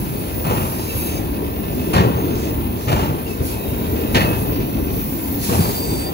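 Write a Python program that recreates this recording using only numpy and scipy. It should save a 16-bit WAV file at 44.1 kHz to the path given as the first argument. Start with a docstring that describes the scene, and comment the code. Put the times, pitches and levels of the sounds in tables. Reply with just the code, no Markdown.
"""Tall steel car carriers of a freight train roll past a station platform, a few metres from two microphones.
Rough wheels rumble through the hollow cars and roar on the rail, made from coloured noise and small impacts.
Wheels bang over a rail joint in clusters: bursts of noise die away as booms and rattles, and cars thump.
Flanges hiss as fluttering noise; wheels and panels sing as wandering tones, and a last wheel squeals."""
import sys
import numpy as np
from scipy import signal
from scipy.fft import rfft, irfft, next_fast_len
from scipy.io import wavfile
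from scipy.ndimage import uniform_filter1d, map_coordinates

SR = 44100
rng = np.random.default_rng(int(sys.argv[2]) if len(sys.argv) > 2 else 0)


def log_audio(samples):
    """Write samples as a 16-bit WAV file to the path given in sys.argv[1]."""
    # one column per channel
    frames = np.atleast_2d(samples).T
    # limit to full scale, then quantise
    limited = np.clip(frames, -1, 1)
    pcm = np.round(limited * 32767).astype(np.int16)
    wavfile.write(sys.argv[1], SR, pcm)


N = 270333  # length in samples

# Tone colour of the boom in a hollow car. Each row: frequency in Hz, relative level in dB per Hz.
BOOM_SPECTRUM = [(20, -40), (45, -26), (70, -1.5), (110, 0), (160, 0), (250, -11.5), (400, -8.5),
                 (600, -18.5), (900, -28), (1500, -30), (4000, -58)]

STEEL_PATCHY_DB = 2.2  # how strongly resonances in the steel come and go


def amp(db):
    """Turn decibels into a gain."""
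    return 10 ** (np.asarray(db) / 20)


def unit(x):
    """Scale to an rms (average strength) of 1."""
    return x / np.sqrt(np.mean(x ** 2) + 1e-20)


def along(points, hz):
    """Read a value between (Hz, value) points, on a logarithmic frequency axis."""
    point_hz, values = np.transpose(points)
    return np.interp(np.log(hz + 1), np.log(point_hz + 1), values)


def curves(rows):
    """Give one value per sample for each column after the time in seconds."""
    seconds, *columns = np.transpose(rows)
    return [np.interp(np.arange(N) / SR, seconds, column) for column in columns]


def wobble(rate, size=N):
    """Draw a smooth random curve through `rate` random points a second."""
    knots = rng.standard_normal(int(size * rate / SR) + 4)
    coarse = np.arange(0, size + 32, 32)  # a value every 32 samples is enough
    smooth = map_coordinates(knots, [coarse * rate / SR])
    return np.interp(np.arange(size), coarse, smooth)


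def filtered(x, response):
    """Multiply the spectrum of x by a response that depends on frequency."""
    size = x.shape[-1]
    padded = next_fast_len(size + 8192)
    hz = np.fft.rfftfreq(padded, 1 / SR)
    return irfft(rfft(x, padded) * response(hz), padded)[..., :size]


def rush(spectrum, size=N):
    """Make two unrelated coloured noises, rms 1: the direct and the scattered sound."""
    noise = rng.standard_normal((2, size))
    return unit(filtered(noise, lambda hz: amp(along(spectrum, hz))))


def patchy(x, depth_db):
    """Let resonances come and go as different panels and wheels pass."""
    bins = signal.stft(x, nperseg=1024)[2]
    field = rng.standard_normal(bins.shape[1:])
    field = uniform_filter1d(field, size=4, axis=0)   # smooth over frequency
    field = uniform_filter1d(field, size=14, axis=1)  # smooth over time
    return unit(signal.istft(bins * amp(depth_db * unit(field)), nperseg=1024)[1][:, :N])


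def rattle(spectrum, rate, size=N):
    """Loose steel chatters: about `rate` small uneven impacts a second at random times, rms 1."""
    strength_db = 5 * np.clip(rng.standard_normal(size), -2, 1.5)
    hits = (rng.random(size) < rate / SR) * amp(strength_db)
    t = np.arange(SR // 30) / SR
    tick = rng.standard_normal((2, len(t))) * amp(-60 * t / 0.079)  # falls 60 dB in 0.079 s
    ticks = signal.fftconvolve(hits[None], tick, axes=1)[:, :size]
    return unit(filtered(ticks, lambda hz: amp(along(spectrum, hz))))


def sing(centre_hz, width_hz, size=N, fall_hz=0, firm=0):
    """Friction drives a mode: its strength and phase wander about a firm core while its pitch sinks."""
    pitch_hz = centre_hz + fall_hz * np.linspace(.5, -.5, size)
    phase = 2 * np.pi * (rng.random() + np.cumsum(pitch_hz) / SR)
    core = (firm + wobble(2 * width_hz, size)) * np.cos(phase)
    wandering = wobble(2 * width_hz, size) * np.sin(phase)
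    return unit(core + wandering)


def swell(length, hz, width_hz, fall_hz=0, slip_db=0):
    """A driven mode swells, holds and fades; narrow modes lock into a firm tone, slipping makes them flutter."""
    lock_hz, slip_rate = 22, 12  # modes narrower than this sing as firm tones; flutter points a second
    size = max(round(length * SR), SR // 20)
    flutter = amp(slip_db * wobble(slip_rate, size))
    tone = unit(sing(hz, width_hz, size, fall_hz, firm=lock_hz / width_hz) * flutter)
    return signal.windows.tukey(size, .35) * tone


def add(track, start, x):
    """Mix x into the track from a start time in seconds."""
    part = track[..., max(round(start * SR), 0):][..., :x.shape[-1]]
    part += x[..., :part.shape[-1]]


def rolling():
    """Wheel roughness shakes the hollow cars and the rail; loose panels chatter along."""
    # Tone colours of the three layers. Each row: frequency in Hz, relative level in dB per Hz.
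    rumble_spectrum = [(15, -58), (25, -42), (40, -10.5), (55, -2.5), (75, -1), (100, -4.5), (140, -13),
                       (250, -10), (500, -99)]
    body_spectrum = [(60, -12), (120, 1), (200, -0.5), (300, 2), (400, -1), (520, -8), (700, -13.5),
                     (1000, -13), (1400, -29.5), (3000, -87)]
    roar_spectrum = [(400, -40), (600, 5), (850, -2), (1300, -1), (1850, -4), (2200, -5), (2600, -1),
                     (3200, -5.5), (4200, -9.5), (7000, -17), (12000, -60)]
    # How hard the passing wheels run. Each row: time in seconds, roughness in dB over the usual.
    roughness = [(0, -1), (0.8, -1.5), (1.15, 0.5), (1.6, -1), (2.3, 2.5), (2.75, -1.7), (3.4, -2),
                 (4.05, 2.5), (4.8, 0), (5.3, -2.5), (6.1, 0.4)]
    rumble_db, body_db, roar_db = -27, -24, -37.5  # levels at the usual roughness
    rumble_grows, roar_grows = 0.37, 1  # dB for each dB of roughness
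    rumble_build_db, rumble_build_s = 3, 1.9  # the rumble starts this much lower; time constant of its rise
    lumps_db, body_patchy_db = 2.4, 1.7  # unevenness of the rumble; changing tone of the car bodies

    rough_db, = curves(roughness)
    build_db = -rumble_build_db * np.exp(-np.arange(N) / SR / rumble_build_s)
    rumble_level_db = rumble_db + rumble_grows * rough_db + build_db + lumps_db * wobble(16)
    rumble = amp(rumble_level_db) * rush(rumble_spectrum)

    body_noise = patchy(rush(body_spectrum), depth_db=body_patchy_db)
    body_mix = unit(body_noise + 0.15 * rattle(body_spectrum, rate=40))
    body = amp(body_db + rough_db + 0.83 * wobble(16)) * body_mix

    roar_noise = patchy(rush(roar_spectrum), depth_db=STEEL_PATCHY_DB)
    roar_mix = unit(roar_noise + 0.69 * rattle(roar_spectrum, rate=99))
    roar = amp(roar_db + roar_grows * rough_db + 0.057 * wobble(6.0)) * roar_mix
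    return rumble + body + roar


def joints():
    """Wheels knock over the joint in quick clusters; between them the cars thump."""
    # Blows. Each row: start in seconds, boom level in dB, clang level in dB, hard steel crash level in dB,
    # all before the shift at the end.
    knocks = [(0.440, -25, -26.5, -36), (0.464, -19.5, -25.5, -30), (0.496, -14.5, -22, -32),
              (0.553, -23, -28, -32), (0.599, -22, -30, -43), (0.655, -26, -29, -41),
              (0.715, -37, -38, -48), (1.930, -15, -18, -24.5), (1.947, -13, -21, -18.5),
              (1.972, -15, -27, -24), (1.992, -16, -29, -32), (2.036, -11.5, -35, -37),
              (2.155, -19, -30, -53), (2.872, -15.5, -23, -27), (2.913, -15.5, -21.5, -28),
              (2.955, -24, -24.5, -47), (2.984, -29, -26.5, -27), (3.022, -22.5, -29, -33),
              (3.087, -17.5, -41, -48), (4.143, -17, -23.5, -13), (4.159, -14.5, -30, -16),
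              (4.202, -25, -23.5, -24), (4.239, -24, -35, -34), (4.270, -17, -44, -40),
              (4.321, -30, -40, -44), (4.356, -23, -53, -48), (5.487, -17, -25, -44),
              (5.513, -13.5, -23.5, -41), (5.578, -13, -41, -42), (5.604, -19, -25, -39),
              (5.670, -20.5, -36, -44)]
    # Dull thumps of a car body. Each row: start in seconds, boom level in dB, pitch of its lowest mode in Hz,
    # level of that mode in dB, both levels before the shift at the end.
    thumps = [(0.949, -23, 81.4, -15.5), (1.739, -24, 74, -20.5), (3.397, -17.5, 77.4, -13),
              (3.721, -29, 81, -16), (3.915, -27, 72, -13.5), (4.485, -17, 67.4, -13)]
    out = np.zeros((2, N))
    for start, boom_db, clang_db, crash_db in knocks:
        add(out, start, blow(boom_db, clang_db, crash_db))
    for start, boom_db, hz, mode_db in thumps:
        add(out, start, thump(boom_db, hz, mode_db))
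    return out * amp([[1], [-1.5]])  # the joint is near: more direct than scattered sound


def blow(boom_db, clang_db, crash_db):
    """One blow booms in the hollow car, rattles its steel and rings the wheel."""
    # Tone colours of the struck steel. Each row: frequency in Hz, relative level in dB per Hz.
    clang_spectrum = [(200, 2), (450, 2.5), (750, 7), (1000, 7), (1300, 2.5), (1900, -14), (2700, -1.5),
                      (3400, -10), (4500, -18), (7000, -16.5), (11000, -16.5), (16000, -42)]
    crash_spectrum = [(500, 5), (1000, -2), (1400, -2.5), (1850, 0), (2400, -2.5), (3000, -2), (3600, -6),
                      (4300, -6), (5200, -11), (7000, -17), (10000, -20), (16000, -42)]
    # Modes of a struck wheel. Each row: pitch in Hz, relative level in dB, time to fall 60 dB in seconds.
    wheel_modes = [(1846, 2.5, .3), (2035, -6, .3), (3553, -8, .23), (4330, -6, .22), (4802, -17, .5),
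                   (5066, -14, .3), (5911, -20, .25), (6971, -18, .25)]
    knock_rise_s, boom_rise_s = 0.007, 0.011  # spreading through the steel and through the hollow car
    size = SR * 2 // 3
    t = np.arange(size) / SR
    boom = ring_out(rush(BOOM_SPECTRUM, size), boom_rise_s, life=0.71)
    clang_mix = unit(0.4 * rush(clang_spectrum, size) + rattle(clang_spectrum, rate=170, size=size))
    clang = ring_out(clang_mix, knock_rise_s, life=0.92)
    crash_mix = unit(0.9 * rush(crash_spectrum, size) + rattle(crash_spectrum, rate=210, size=size))
    crash = ring_out(crash_mix, knock_rise_s, life=0.5)
    ring = np.zeros(size)
    for hz, db, t60 in wheel_modes:
        uneven_db = rng.standard_normal()  # no two blows excite a mode alike
        ring += amp(db + uneven_db - 60 * t / t60) * sing(hz, width_hz=36, size=size)
    crash[0] += amp(-11.5) * ring * (1 - np.exp(-t / .008))  # the wheel is heard in the direct sound
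    return amp(boom_db) * boom + amp(clang_db) * clang + amp(crash_db) * crash


def thump(boom_db, hz, mode_db):
    """A car body drops on its springs: a short boom over a few swings of its lowest mode."""
    rise_s, mode_t60_s = 0.014, 0.18  # onset time; time for the lowest mode to fall 60 dB
    t = np.arange(SR) / SR
    out = amp(boom_db) * ring_out(rush(BOOM_SPECTRUM, SR), rise_s, life=0.5)
    envelope = amp(mode_db - 60 * t / mode_t60_s) * (1 - np.exp(-t / rise_s))
    out[0] += envelope * np.sqrt(2) * np.sin(2 * np.pi * hz * t)
    return out


def ring_out(x, rise, life):
    """The blow spreads through the car, then each frequency dies at its own speed."""
    # How long a car rings. Each row: frequency in Hz, time to fall 60 dB in seconds, for a life of 1.
    car_ring = [(60, 0.54), (300, 0.57), (900, 0.89), (2500, 0.64), (6000, 0.56), (14000, 0.16)]
    hz, t, bins = signal.stft(x, SR, nperseg=256)
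    t60 = life * along(car_ring, hz)[:, None]
    tail = signal.istft(bins * amp(-60 * t / t60), SR, nperseg=256)[1][:, :x.shape[1]]
    onset = 1 - np.exp(-2 * np.arange(x.shape[1]) / SR / max(rise, .001))  # time constant: half the rise
    return tail * onset


def flanges():
    """Steel slides on steel: a coarse scrape under a bright hiss that flutters with the contact."""
    # Tone colours from coarse to fine. Each row: frequency in Hz, relative level in dB per Hz.
    scrape_spectrum = [(2200, 4), (3500, 6.5), (4500, 8), (5600, 8), (6500, 7), (7500, 7.5), (8600, 4),
                       (11000, -5), (16000, -18)]
    hiss_spectrum = [(6500, -40), (8300, -9), (9000, -6), (10000, -1.5), (11400, 2), (12500, 0.5),
                     (14000, -5), (15800, -8), (17000, -60)]
    sizzle_spectrum = [(10500, -35), (12600, -6), (13700, 1), (14500, -0.5), (15700, 0), (17000, -50)]
    scrape_gain, hiss_gain, sizzle_gain = sliding()
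    scrape = scrape_gain * amp(-2.5) * patchy(rush(scrape_spectrum), depth_db=STEEL_PATCHY_DB)
    hiss = hiss_gain * amp(-0.5 + contact_flutter_db()) * patchy(rush(hiss_spectrum), depth_db=STEEL_PATCHY_DB)
    sizzle = sizzle_gain * amp(4.5 + contact_flutter_db()) * patchy(rush(sizzle_spectrum), depth_db=3.0)
    return scrape + hiss + sizzle


def contact_flutter_db():
    """The sliding contact flutters in dB, quickly and more slowly at once."""
    return .75 * wobble(35) + .8 * wobble(14)


def sliding():
    """Each rub bites, holds and lets go, its power adding to light sliding that never stops."""
    # A flange leans on the rail. Each row: start in seconds, length in seconds, then scrape, hiss and
    # fine sizzle strength in dB, before flanges() shifts and flutters them.
    rubs = [(-0.1, 0.62, -42.5, -37.5, -49), (0.482, 0.27, -38, -35, -42), (0.74, 0.43, -37, -35.5, -55),
            (0.91, 0.13, -54, -29.5, -39), (1.673, 0.31, -42, -44, -46), (2.32, 0.14, -36.5, -53, -52),
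            (2.745, 0.31, -38.5, -59, -46), (3.247, 0.044, -35.5, -56, -58), (3.405, 0.12, -34.5, -32, -41),
            (3.57, 0.47, -44, -48, -38.5), (4.072, 0.35, -40.5, -35.5, -39), (4.42, .1, -64, -57, -34),
            (4.872, 0.61, -40.5, -40, -35.5), (5.378, 0.18, -27, -29.5, -39), (5.55, 0.21, -30.5, -33, -34),
            (5.784, 0.23, -35.5, -39, -51)]
    attack_s, release_s = 0.066, 0.071  # time to bite, time constant of letting go
    steady_db = [[-51], [-40], [-40.5]]  # scrape, hiss and sizzle of the light sliding
    t = np.arange(N) / SR
    power = amp(steady_db) ** 2
    for start, length, *levels_db in rubs:
        bite = np.clip((t - start) / attack_s, 0, 1)
        release = np.exp(-np.maximum(t - start - length, 0) / release_s)
        power = power + np.outer(amp(levels_db), bite * release) ** 2
    return np.sqrt(power)


def squeal():
    """One wheel binds in the curve: a hoarse screech, joined by bursts on the wheel's modes."""
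    # The screech around the squeal: start in seconds, length in seconds, pitch in Hz, width in Hz, level in dB.
    screech = (5.36, .8, 8030, 300, -36.5)
    # Bursts of the squeal. Each row: start in seconds, length in seconds, level in dB.
    bursts = [(5.57, .17, -38), (5.73, .27, -35.3), (5.96, .16, -37)]
    # Modes of the squealing wheel. Each row: pitch in Hz, width in Hz, level in dB relative to the burst.
    modes = [(3580, 20, -8.5), (4598, 13, -4), (4660, 170, -4), (4714, 13, -3), (7870, 8, -8),
             (8065, 15, -6), (11601, 14, -12), (12678, 12, -2), (13944, 5, -1)]
    out = np.zeros((2, N))
    start, length, hz, width_hz, db = screech
    add(out[0], start, amp(db) * swell(length, hz, width_hz))
    for start, length, db in bursts:
        for hz, width_hz, mode_db in modes:
            add(out[0], start, amp(db + mode_db) * swell(length, hz, width_hz, slip_db=1.6))
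    return out


def wheels():
    """Wheel modes ring faintly all along, and friction makes them grind or whistle at times."""
    # Modes that rolling keeps alive. Each row: pitch in Hz, level in dB before a common 3 dB cut.
    hum = [(1612, -59), (1786, -54), (1933, -57), (4245, -60), (12850, -54), (14074, -53), (14175, -51)]
    # A wheel grinds. Each row: start in seconds, length in seconds, pitch ratio, level in dB,
    # brightness in dB per octave.
    grinds = [(0.77, .16, 1.008, -43.5, 0), (0.87, .19, 1.0, -40, -1.5), (1.03, .19, .996, -40.5, 1)]
    # Modes of a grinding wheel. Each row: pitch in Hz before the pitch ratio, width in Hz, relative level in dB.
    grind_modes = [(2320, 15, -7), (2490, 30, -11), (2645, 16, -3), (2725, 16, -4), (3060, 15, -12),
                   (3430, 25, -13), (3880, 65, -4.5), (4490, 50, -10), (5070, 70, -5), (6380, 65, -4),
                   (7000, 25, -13)]
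    # A single mode sings out. Each row: start in seconds, length in seconds, pitch in Hz,
    # fall of pitch in Hz, width in Hz, level in dB.
    whistles = [(0, 3.45, 15531, 0, 5, -46), (.3, .4, 15529, 0, 5, -35), (.12, .65, 12990, 0, 12, -47),
                (.93, .17, 11400, 100, 300, -38), (1.55, 1.35, 15531, 0, 5, -41),
                (2.12, .41, 6390, 60, 65, -48), (2.36, .17, 5240, 20, 20, -49),
                (3.25, .1, 2690, 260, 80, -39), (3.49, .18, 2570, 120, 130, -43),
                (3.55, .4, 3800, 120, 110, -49), (3.5, 2.8, 13942, 0, 5, -43),
                (3.88, .17, 11700, 100, 130, -43), (3.96, .15, 2790, 80, 45, -44.5),
                (4.35, .75, 13950, 400, 300, -40), (4.47, .16, 4850, 40, 20, -48),
                (4.4, .85, 5720, 60, 220, -50)]
    grind_sag, grind_pivot_hz = 0.018, 3770  # share by which the pitch sinks; centre of the brightness tilt
    out = np.zeros(N)
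    for hz, db in hum:
        out += amp(-3) * amp(db + 2 * wobble(2)) * sing(hz, width_hz=12)
    for start, length, ratio, db, bright_db in grinds:
        for hz, width_hz, mode_db in grind_modes:
            gain = amp(db + mode_db + bright_db * np.log2(hz / grind_pivot_hz))
            add(out, start, gain * swell(length, ratio * hz, width_hz, grind_sag * hz))
    for start, length, hz, fall_hz, width_hz, db in whistles:
        add(out, start, amp(db) * swell(length, hz, width_hz, fall_hz))
    return np.array([out, np.zeros(N)])  # direct sound only


def panels():
    """Side panels drone and sink in pitch as they go by."""
    # Each row: start in seconds, length in seconds, pitch in Hz, fall of pitch in Hz, width in Hz, level in dB.
    drones = [(1.17, .68, 290, 18, 22, -33), (2.48, .3, 272, 6, 22, -35), (3.6, .55, 425, 10, 50, -33.5),
              (3.77, .35, 290, 4, 22, -31.5), (4.62, .9, 284, 4, 20, -31.5)]
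    out = np.zeros((2, N))
    for start, length, hz, fall_hz, width_hz, db in drones:
        add(out[0], start, amp(db) * swell(length, hz, width_hz, fall_hz, slip_db=3))
    return out


def fitting():
    """The hardest blow shakes a steel fitting, which rings on and sinks in pitch as it moves away."""
    # Each row: pitch in Hz, level in dB at the start of the decay, time to fall 60 dB in seconds.
    modes = [(2556, -22.5, .62), (2696, -26.5, .48)]
    start, rise_s, width_hz, fall_hz = 4.185, .05, 25, 70  # times in seconds
    out = np.zeros((2, N))
    t = np.arange(SR * 2 // 3) / SR
    for hz, db, t60 in modes:
        fade = amp(db - 60 * t / t60) * (1 - np.exp(-t / rise_s))
        add(out[0], start, fade * sing(hz, width_hz, len(t), fall_hz, firm=4))
    return out


def microphones(field, bearing=1):
    """Direct sound reaches the two ports out of step; scattered sound differs between them."""
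    # Likeness of the two ports. Each row: frequency in Hz, likeness from 0 to 1.
    alike = [(60, .88), (300, .76), (900, .6), (1500, .72), (2700, .65), (4000, .45), (6500, .28),
             (8000, .8), (10000, .88), (15000, .92)]
    # Balance of the ports. Each row: frequency in Hz, left minus right in dB.
    tilt = [(50, 0), (125, 0), (300, 2), (650, 4.5), (1200, 1), (4000, -1), (6500, -1.5), (8500, -0.5)]
    # Timing of the ports. Each row: frequency in Hz, radians by which left leads at a bearing of 1.
    lead = [(0, 0), (1150, 3.1), (3150, 9.4), (6300, 19.2), (7900, 15.8), (8800, 15.6), (10900, 12.6),
            (13400, 9.4), (15700, 6.2)]
    half = np.array([[.5], [-.5]])  # each port takes half of the difference

    def shares(hz):
        turn = np.arccos(np.clip(along(alike, hz), 0, .99)) / 2
        return np.array([np.cos(turn), np.sin(turn)])

    def ports(hz):
        lead_radians = bearing * np.interp(hz, *np.transpose(lead))
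        return amp(half * along(tilt, hz)) * np.exp(1j * half * lead_radians)

    direct, scattered = filtered(field, shares)
    return filtered(np.array([direct + scattered, direct - scattered]), ports)


def scene():
    """Hear the whole train from the platform."""
    near = rolling() + joints() + flanges() + wheels() + panels() + fitting()
    # The squealing wheel is further down the track: 0.96 of the usual lead between the ports.
    return microphones(near) + microphones(squeal(), bearing=0.96)


def record(dry):
    """Round off the highest peaks, cut the deepest bass and keep nothing above the band limit."""
    low_cut_hz, top_hz = 29, 15760
    rounded = dry / (1 + np.abs(dry) ** 6) ** (1 / 6)

    def band(hz):
        low_cut = hz ** 4 / np.hypot(hz ** 4, low_cut_hz ** 4)
        return (hz < top_hz) * low_cut

    return filtered(rounded, band)


dry = scene()
out = record(dry)
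log_audio(out)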